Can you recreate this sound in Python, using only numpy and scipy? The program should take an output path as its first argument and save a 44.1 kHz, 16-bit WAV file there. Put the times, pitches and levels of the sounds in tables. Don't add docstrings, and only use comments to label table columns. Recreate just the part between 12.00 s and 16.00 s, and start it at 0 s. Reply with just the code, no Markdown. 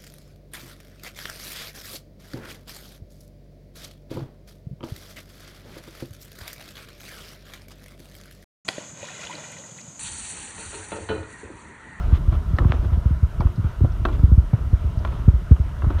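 import sys
import numpy as np
from scipy import signal
from scipy.fft import rfft, irfft, next_fast_len
from scipy.io import wavfile
from scipy.ndimage import uniform_filter1d, map_coordinates

SR = 44100
rng = np.random.default_rng(int(sys.argv[2]) if len(sys.argv) > 2 else 0)


def wav_record(signal):
    frames = np.transpose(np.atleast_2d(signal))
    bounded = np.clip(frames, -1, 1)
    quanta = np.round(bounded * 32767).astype(np.int16)
    wavfile.write(sys.argv[1], SR, quanta)


N = 176400

# start in seconds, level in dB, first and last pitch in Hz, length in seconds.
BOAT_BUMPS = [(0.1228, -6, 359, 62.3, 0.08), (0.277, -7, 276, 58, 0.063), (0.321, -17.5, 440, 76, 0.17),
              (0.351, -20.5, 280, 73.6, 0.33), (0.532, -9.5, 290, 70, 0.052), (0.6, -10.5, 269, 75, 0.055),
              (0.6226, -14, 393, 47.7, 0.081), (0.6503, -5, 407, 61, 0.075), (0.6954, -9, 300, 72, 0.045),
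              (0.7325, -15.5, 287, 53.3, 0.097), (0.7817, -11.5, 285, 48.5, 0.082),
              (0.8516, -16, 258, 80, 0.069), (0.9177, -10.0, 252, 69.8, 0.11),
              (0.972, -10, 366, 50.7, 0.078), (1.0545, -8, 408, 55.6, 0.077), (1.1053, -11, 445, 68, 0.18),
              (1.226, -5.5, 319, 63.1, 0.075), (1.3971, -12.5, 530, 60, 0.17),
              (1.4512, -3.5, 245, 49, 0.049), (1.578, -14, 247, 97, 0.027), (1.591, -14, 406, 69.6, 0.067),
              (1.6422, -12.5, 400, 72, 0.086), (1.811, -5.5, 260, 63.6, 0.052),
              (1.8347, -6.5, 278, 98.4, 0.042), (1.8379, -16.5, 612, 79.3, 0.19),
              (2.0164, -15, 278, 64.4, 0.039), (2.191, -12, 336, 51, 0.071), (2.2323, -2.1, 395, 58, 0.084),
              (2.2782, -11.5, 378, 63.6, 0.18), (2.3162, -5, 463, 62, 0.11), (2.375, -2.2, 364, 61, 0.082),
              (2.5303, -5.5, 310, 104, 0.051), (2.7279, -4, 296, 59.6, 0.062),
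              (2.842, -11, 247, 62.5, 0.09), (2.971, -15, 360, 53.3, 0.043),
              (3.2774, 1.0, 396.5, 60.8, 0.057), (3.3355, -9.0, 312, 56, 0.12),
              (3.509, 1.0, 385, 64.7, 0.088), (3.5962, -8.5, 307, 57.5, 0.065),
              (3.833, -10.5, 254, 60.6, 0.072), (3.866, -9, 368, 66, 0.07), (3.945, -12, 256, 67.5, 0.113)]
# start in seconds, level in dB, extra dB for the hollow body, extra dB for the
# crack, ring time in seconds, pitch multiplier. A ring time (t60) is how long a 60 dB fade takes.
GEAR_KNOCKS = [(.326, -31.5, -1, -6, 0.061, 0.89), (.5858, -11.5, -10, -1.5, 0.021, 1.15),
               (.619, -36, 17, -10, 0.026, .8), (.6465, -25, -8, -14, 0.019, 0.96),
               (0.736, -35.5, 12.5, -3, .04, 1.07), (.743, -40.5, 18.5, -10, 0.023, 0.65),
               (.826, -38, 9, -4, 0.061, 0.59), (.845, -37, 11, -8, 0.031, 0.96),
               (1.4054, -19.5, -1, -27, .025, 0.88), (1.415, -27.5, 1, -20, 0.036, 0.72),
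               (1.468, -29.5, -10, -10, 0.025, 1), (1.808, -34, 21, -31, 0.015, .45),
               (1.846, -22.5, 6.5, -28, 0.027, 0.46), (2.052, -12, -5, -1.5, 0.036, 1.015),
               (2.085, -30.5, 7, 0, 0.074, 0.92), (2.193, -29, 7, -20, .025, 0.5),
               (2.533, -30, 4, -8, 0.049, .85), (3.0491, -19.5, -25, -1.5, .028, 0.9),
               (3.073, -36, -6, 8, 0.035, 1), (3.125, -30, -11, -6, 0.026, 0.98),
               (3.285, -23.5, -4.5, -27, 0.016, 0.56), (3.517, -27.5, -6, -25, .02, 0.58),
               (3.565, -30.5, -14, -12.5, 0.015, 1.1), (3.821, -24.5, -10, -18, 0.029, 1.05),
               (3.8435, -27.5, 3, -16, 0.028, .65), (3.903, -25.5, 6.5, -3, 0.041, 0.98)]
# pitch in Hz, level in dB, multiplier of the knock's ring time.
GEAR_TONES = [(486, -7.5, 0.71), (707, -5, 1.2), (938, -3, 1.15), (1128, -1, 1.03), (1290, 1, 0.58),
              (1530, -1.5, 0.73), (1950, -9.5, 0.55), (2593, -17.5, 1.46)]
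# pitch in Hz, level against the knock in dB, ring time in seconds.
DECK_TONES = [(229.3, -21.5, 0.12), (293.5, -18.5, 0.23), (357, -19, 0.45)]
# start in seconds, level in dB.
RIGGING_CLICKS = [(.566, -49), (.587, -48), (1.404, -43), (1.559, -48), (1.92, -49), (2.988, -47),
                  (3.049, -49)]
# peak time in seconds, level in dB, half length in seconds, extra dB for the treble.
SOFT_SCUFFS = [(0.117, -39, 0.027, -10), (0.16, -37.5, 0.014, 0.5), (0.338, -37.5, 0.013, -3),
               (0.379, -44, 0.028, -24.5), (0.65, -48, 0.12, -14), (0.728, -38.5, 0.031, -3.5),
               (.85, -42.5, 0.015, -5.5), (0.934, -39.5, .02, -7), (1.649, -40, 0.012, -19),
               (2.137, -41, 0.021, -0.5), (2.58, -43, 0.04, -14), (3.145, -41.5, 0.084, -6),
               (3.918, -40.5, 0.033, -14), (3.995, -37.5, 0.0064, 4.5)]
# time in seconds, level in dB.
WIND_LEVELS = [(0, -22.5), (.7, -23.5), (1.3, -24.5), (1.8, -25.5), (2.3, -24), (2.7, -27), (3.1, -26),
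               (3.5, -29), (4, -22.5)]
WATER_LEVELS = [(0.0, -38.5), (0.15, -46), (0.41, -45), (0.78, -43), (1.14, -46), (1.69, -44.5),
                (2.38, -46), (3.09, -43.5), (3.51, -46), (4.0, -42.5)]

# frequency in Hz, relative level in dB.
CONTACT_COLOUR = [(40, -12), (130, -2.5), (300, -6.5), (450, -16), (900, -43.5), (3000, -50.5), (9000, -80)]
BODY_COLOUR = [(80, -2.5), (200, -15.5), (300, 1.5), (420, -10.5), (700, -14), (1500, -65), (5000, -72)]
CLACK_COLOUR = [(200, -21.5), (500, -3.5), (700, -1), (810, -6), (930, -1.5), (1140, 2.5), (1400, -4),
                (1750, -14), (2300, -26.5), (3200, -19.5), (5000, -41)]
CRACK_COLOUR = [(800, -12), (1800, 6), (2500, -6), (3400, 4), (4500, -9), (6200, -16), (7500, -37),
                (15000, -52)]
RIGGING_COLOUR = [(2000, -30), (3600, 2), (4700, 3), (6000, -3), (7500, -33), (15000, -51)]
SCUFF_LOW_COLOUR = [(100, 7), (300, 7), (600, -2), (1200, 1), (1800, -9), (3000, -33.5), (8000, -60)]
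SCUFF_HIGH_COLOUR = [(800, -18), (2000, 4.5), (3400, 5.5), (4600, -7.5), (6200, -11), (8000, -22),
                     (15000, -43.5)]
WIND_COLOUR = [(10, -26), (25, -9.5), (38, 4.5), (50, -0.5), (65, 4), (100, -5), (160, -12), (250, -24),
               (400, -28.5), (1000, -67.5)]
WATER_COLOUR = [(250, -25.5), (420, -11), (501, -11), (591, -4.5), (673, -6.5), (730, -6.5), (784, -16.5),
                (861, -10.5), (980, -6), (1120, -12), (1330, -6.5), (1500, -11.5), (1610, -16),
                (1830, -19.5), (1940, -18), (2570, -24), (2860, -21), (3930, -27.5), (4370, -33.5),
                (5340, -35), (7000, -38), (9100, -77), (15400, -120)]
HISS_COLOUR = [(300, -8), (3000, -1.5), (5500, 3), (7500, -2), (9300, 0.5), (10400, -6), (11100, -1),
               (13000, -5), (15700, -12.5)]


def bumps():
    glide_s, rise_cycles, fade_shape = 0.00403, 2.98, 1.45
    boom_db, contact_db, contact_t60 = 0.6, -19, 0.053
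    out, t = np.zeros(N + SR), np.arange(SR // 5) / SR
    for start, db, first_hz, last_hz, length in BOAT_BUMPS:
        rise = 1 - np.exp(-(t * first_hz / rise_cycles) ** 2)
        fade = amp(-60 * (t / length) ** fade_shape)
        swell = rise * fade
        tone = falling_tone(t, first_hz, last_hz, glide_s)
        out[int(start * SR):][:len(t)] += amp(db + boom_db) * swell / swell.max() * tone
    contact = strikes([(s, db + contact_db, contact_t60) for s, db, *_ in BOAT_BUMPS], attack_s=0.0036)
    return out[:N] + contact * noise(CONTACT_COLOUR)


def knocks():
    clack_db, crack_db, tail_db = -10, -14, -20.5
    attack_s, crack_share, tail_t60 = 0.00098, 0.78, 0.21
    body = strikes([(s, db + low, t60) for s, db, low, _, t60, _ in GEAR_KNOCKS], attack_s)
    clack = strikes([(s, db + clack_db, t60) for s, db, _, _, t60, _ in GEAR_KNOCKS], attack_s)
    crack = strikes([(s, db + top + crack_db, t60 * crack_share)
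                     for s, db, _, top, t60, _ in GEAR_KNOCKS], attack_s / 2)
    tail = strikes([(s, db + tail_db, tail_t60) for s, db, *_ in GEAR_KNOCKS], attack_s=0.0074)
    return (gear_ring(attack_s) + (body + tail) * noise(BODY_COLOUR)
            + (clack + tail) * noise(CLACK_COLOUR) + crack * noise(CRACK_COLOUR))


def gear_ring(attack_s):
    ring_db, scatter_db = -3, 2.5
    out, t = np.zeros(N + SR), np.arange(SR // 6) / SR
    hz, tone_db, share = np.transpose(GEAR_TONES)[..., None]
    for start, db, _, _, t60, pitch in GEAR_KNOCKS:
        start_db = db + ring_db + tone_db + scatter_db * rng.standard_normal(hz.shape)
        fades = amp(start_db - 60 * t / (t60 * share))
        tones = np.sin(2 * np.pi * (pitch * hz * t + rng.random(hz.shape)))
        rise = 1 - np.exp(-t / attack_s)
        out[int(start * SR):][:len(t)] += (fades * tones).sum(axis=0) * rise
    return out[:N]


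def deck_ring(attack_s=0.0055):
    out, t = np.zeros(N + SR), np.arange(SR // 3) / SR
    rise = 1 - np.exp(-t / attack_s)
    for start, db, *_ in GEAR_KNOCKS:
        for hz, tone_db, t60 in DECK_TONES:
            fade = amp(db + tone_db - 60 * t / t60)
            tone = np.sin(2 * np.pi * (hz * t + rng.random()))
            out[int(start * SR):][:len(t)] += rise * fade * tone
    return out[:N]


def wire_tick():
    start_s, level_db, peak_s, sharpness = 0.7203, -15.5, 0.0019, 3.5
    t = np.clip(clock() - start_s, 0, 0.1)
    swell = (t / peak_s * np.exp(1 - t / peak_s)) ** sharpness
    return amp(level_db) * swell * falling_tone(t, first_hz=7240, last_hz=250, glide_s=0.001013)


def rigging(t60=0.038):
    clicks = strikes([(s, db, t60) for s, db in RIGGING_CLICKS], attack_s=0.0012)
    return clicks * noise(RIGGING_COLOUR)


def scuffs(treble_db=-9.5, grain_db=2.2):
    t = clock()
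    swells = np.array([amp(db) * np.exp(-((t - s) / half) ** 2 / 2) for s, db, half, _ in SOFT_SCUFFS])
    treble = amp(np.array(SOFT_SCUFFS)[:, 3] + treble_db) @ swells
    rub = swells.sum(axis=0) * noise(SCUFF_LOW_COLOUR) + treble * noise(SCUFF_HIGH_COLOUR)
    return rub * unit(amp(grain_db * wobble(per_second=250)))


def wind(gust_db=2.43):
    rumble = noise(WIND_COLOUR) * amp(gust_db * wobble(per_second=12))
    return amp(curve(WIND_LEVELS)) * unit(rumble)


def water(offset_db=-1.5, ripple_db=0.52):
    level_db = curve(WATER_LEVELS) + offset_db + ripple_db * wobble(per_second=10)
    return amp(level_db) * patchy(noise(WATER_COLOUR), depth_db=1.64)


def falling_tone(t, first_hz, last_hz, glide_s):
    cycles = last_hz * t + (first_hz - last_hz) * glide_s * (1 - np.exp(-t / glide_s))
    return np.sin(2 * np.pi * cycles)


def strikes(rows, attack_s):
    out, t = np.zeros(N + SR), np.arange(SR // 2) / SR
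    rise = 1 - np.exp(-t / attack_s)
    for start, db, t60 in rows:
        out[int(start * SR):][:len(t)] += amp(db - 60 * t / t60) * rise
    return out[:N]


def noise(colour):
    points_hz, db = np.transpose(colour)
    white = rng.standard_normal(N)
    return unit(filtered(white, lambda hz: amp(np.interp(np.log(hz + 1), np.log(points_hz + 1), db))))


def patchy(x, depth_db):
    spectrum = signal.stft(x, nperseg=512)[2]
    patches = uniform_filter1d(rng.standard_normal(spectrum.shape), size=6, axis=0)
    patches = uniform_filter1d(patches, size=12, axis=1)
    return unit(signal.istft(spectrum * amp(depth_db * unit(patches)), nperseg=512)[1][:N])


def filtered(x, gain_at):
    size = next_fast_len(N + SR // 2)
    return irfft(rfft(x, size) * gain_at(np.fft.rfftfreq(size, 1 / SR)), size)[:N]


def wobble(per_second):
    points = rng.standard_normal(int(N * per_second / SR) + 4)
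    return map_coordinates(points, [np.arange(N) * per_second / SR])


def curve(rows):
    return np.interp(clock(), *np.transpose(rows))


def clock():
    return np.arange(N) / SR


def amp(db):
    return 10 ** (np.asarray(db) / 20)


def unit(x):
    return x / np.sqrt(np.mean(x ** 2) + 1e-20)


def scene():
    return (bumps() + knocks() + deck_ring() + wire_tick() + rigging() + scuffs() + wind() + water())[None]


def record(dry):
    hiss_db, top_hz = -63, 15750
    heard = np.clip(dry[0] + amp(hiss_db) * noise(HISS_COLOUR), -1, 1)
    return filtered(heard, lambda hz: 1 / (1 + (hz / top_hz) ** 200))[None]


dry = scene()
out = record(dry)
wav_record(out)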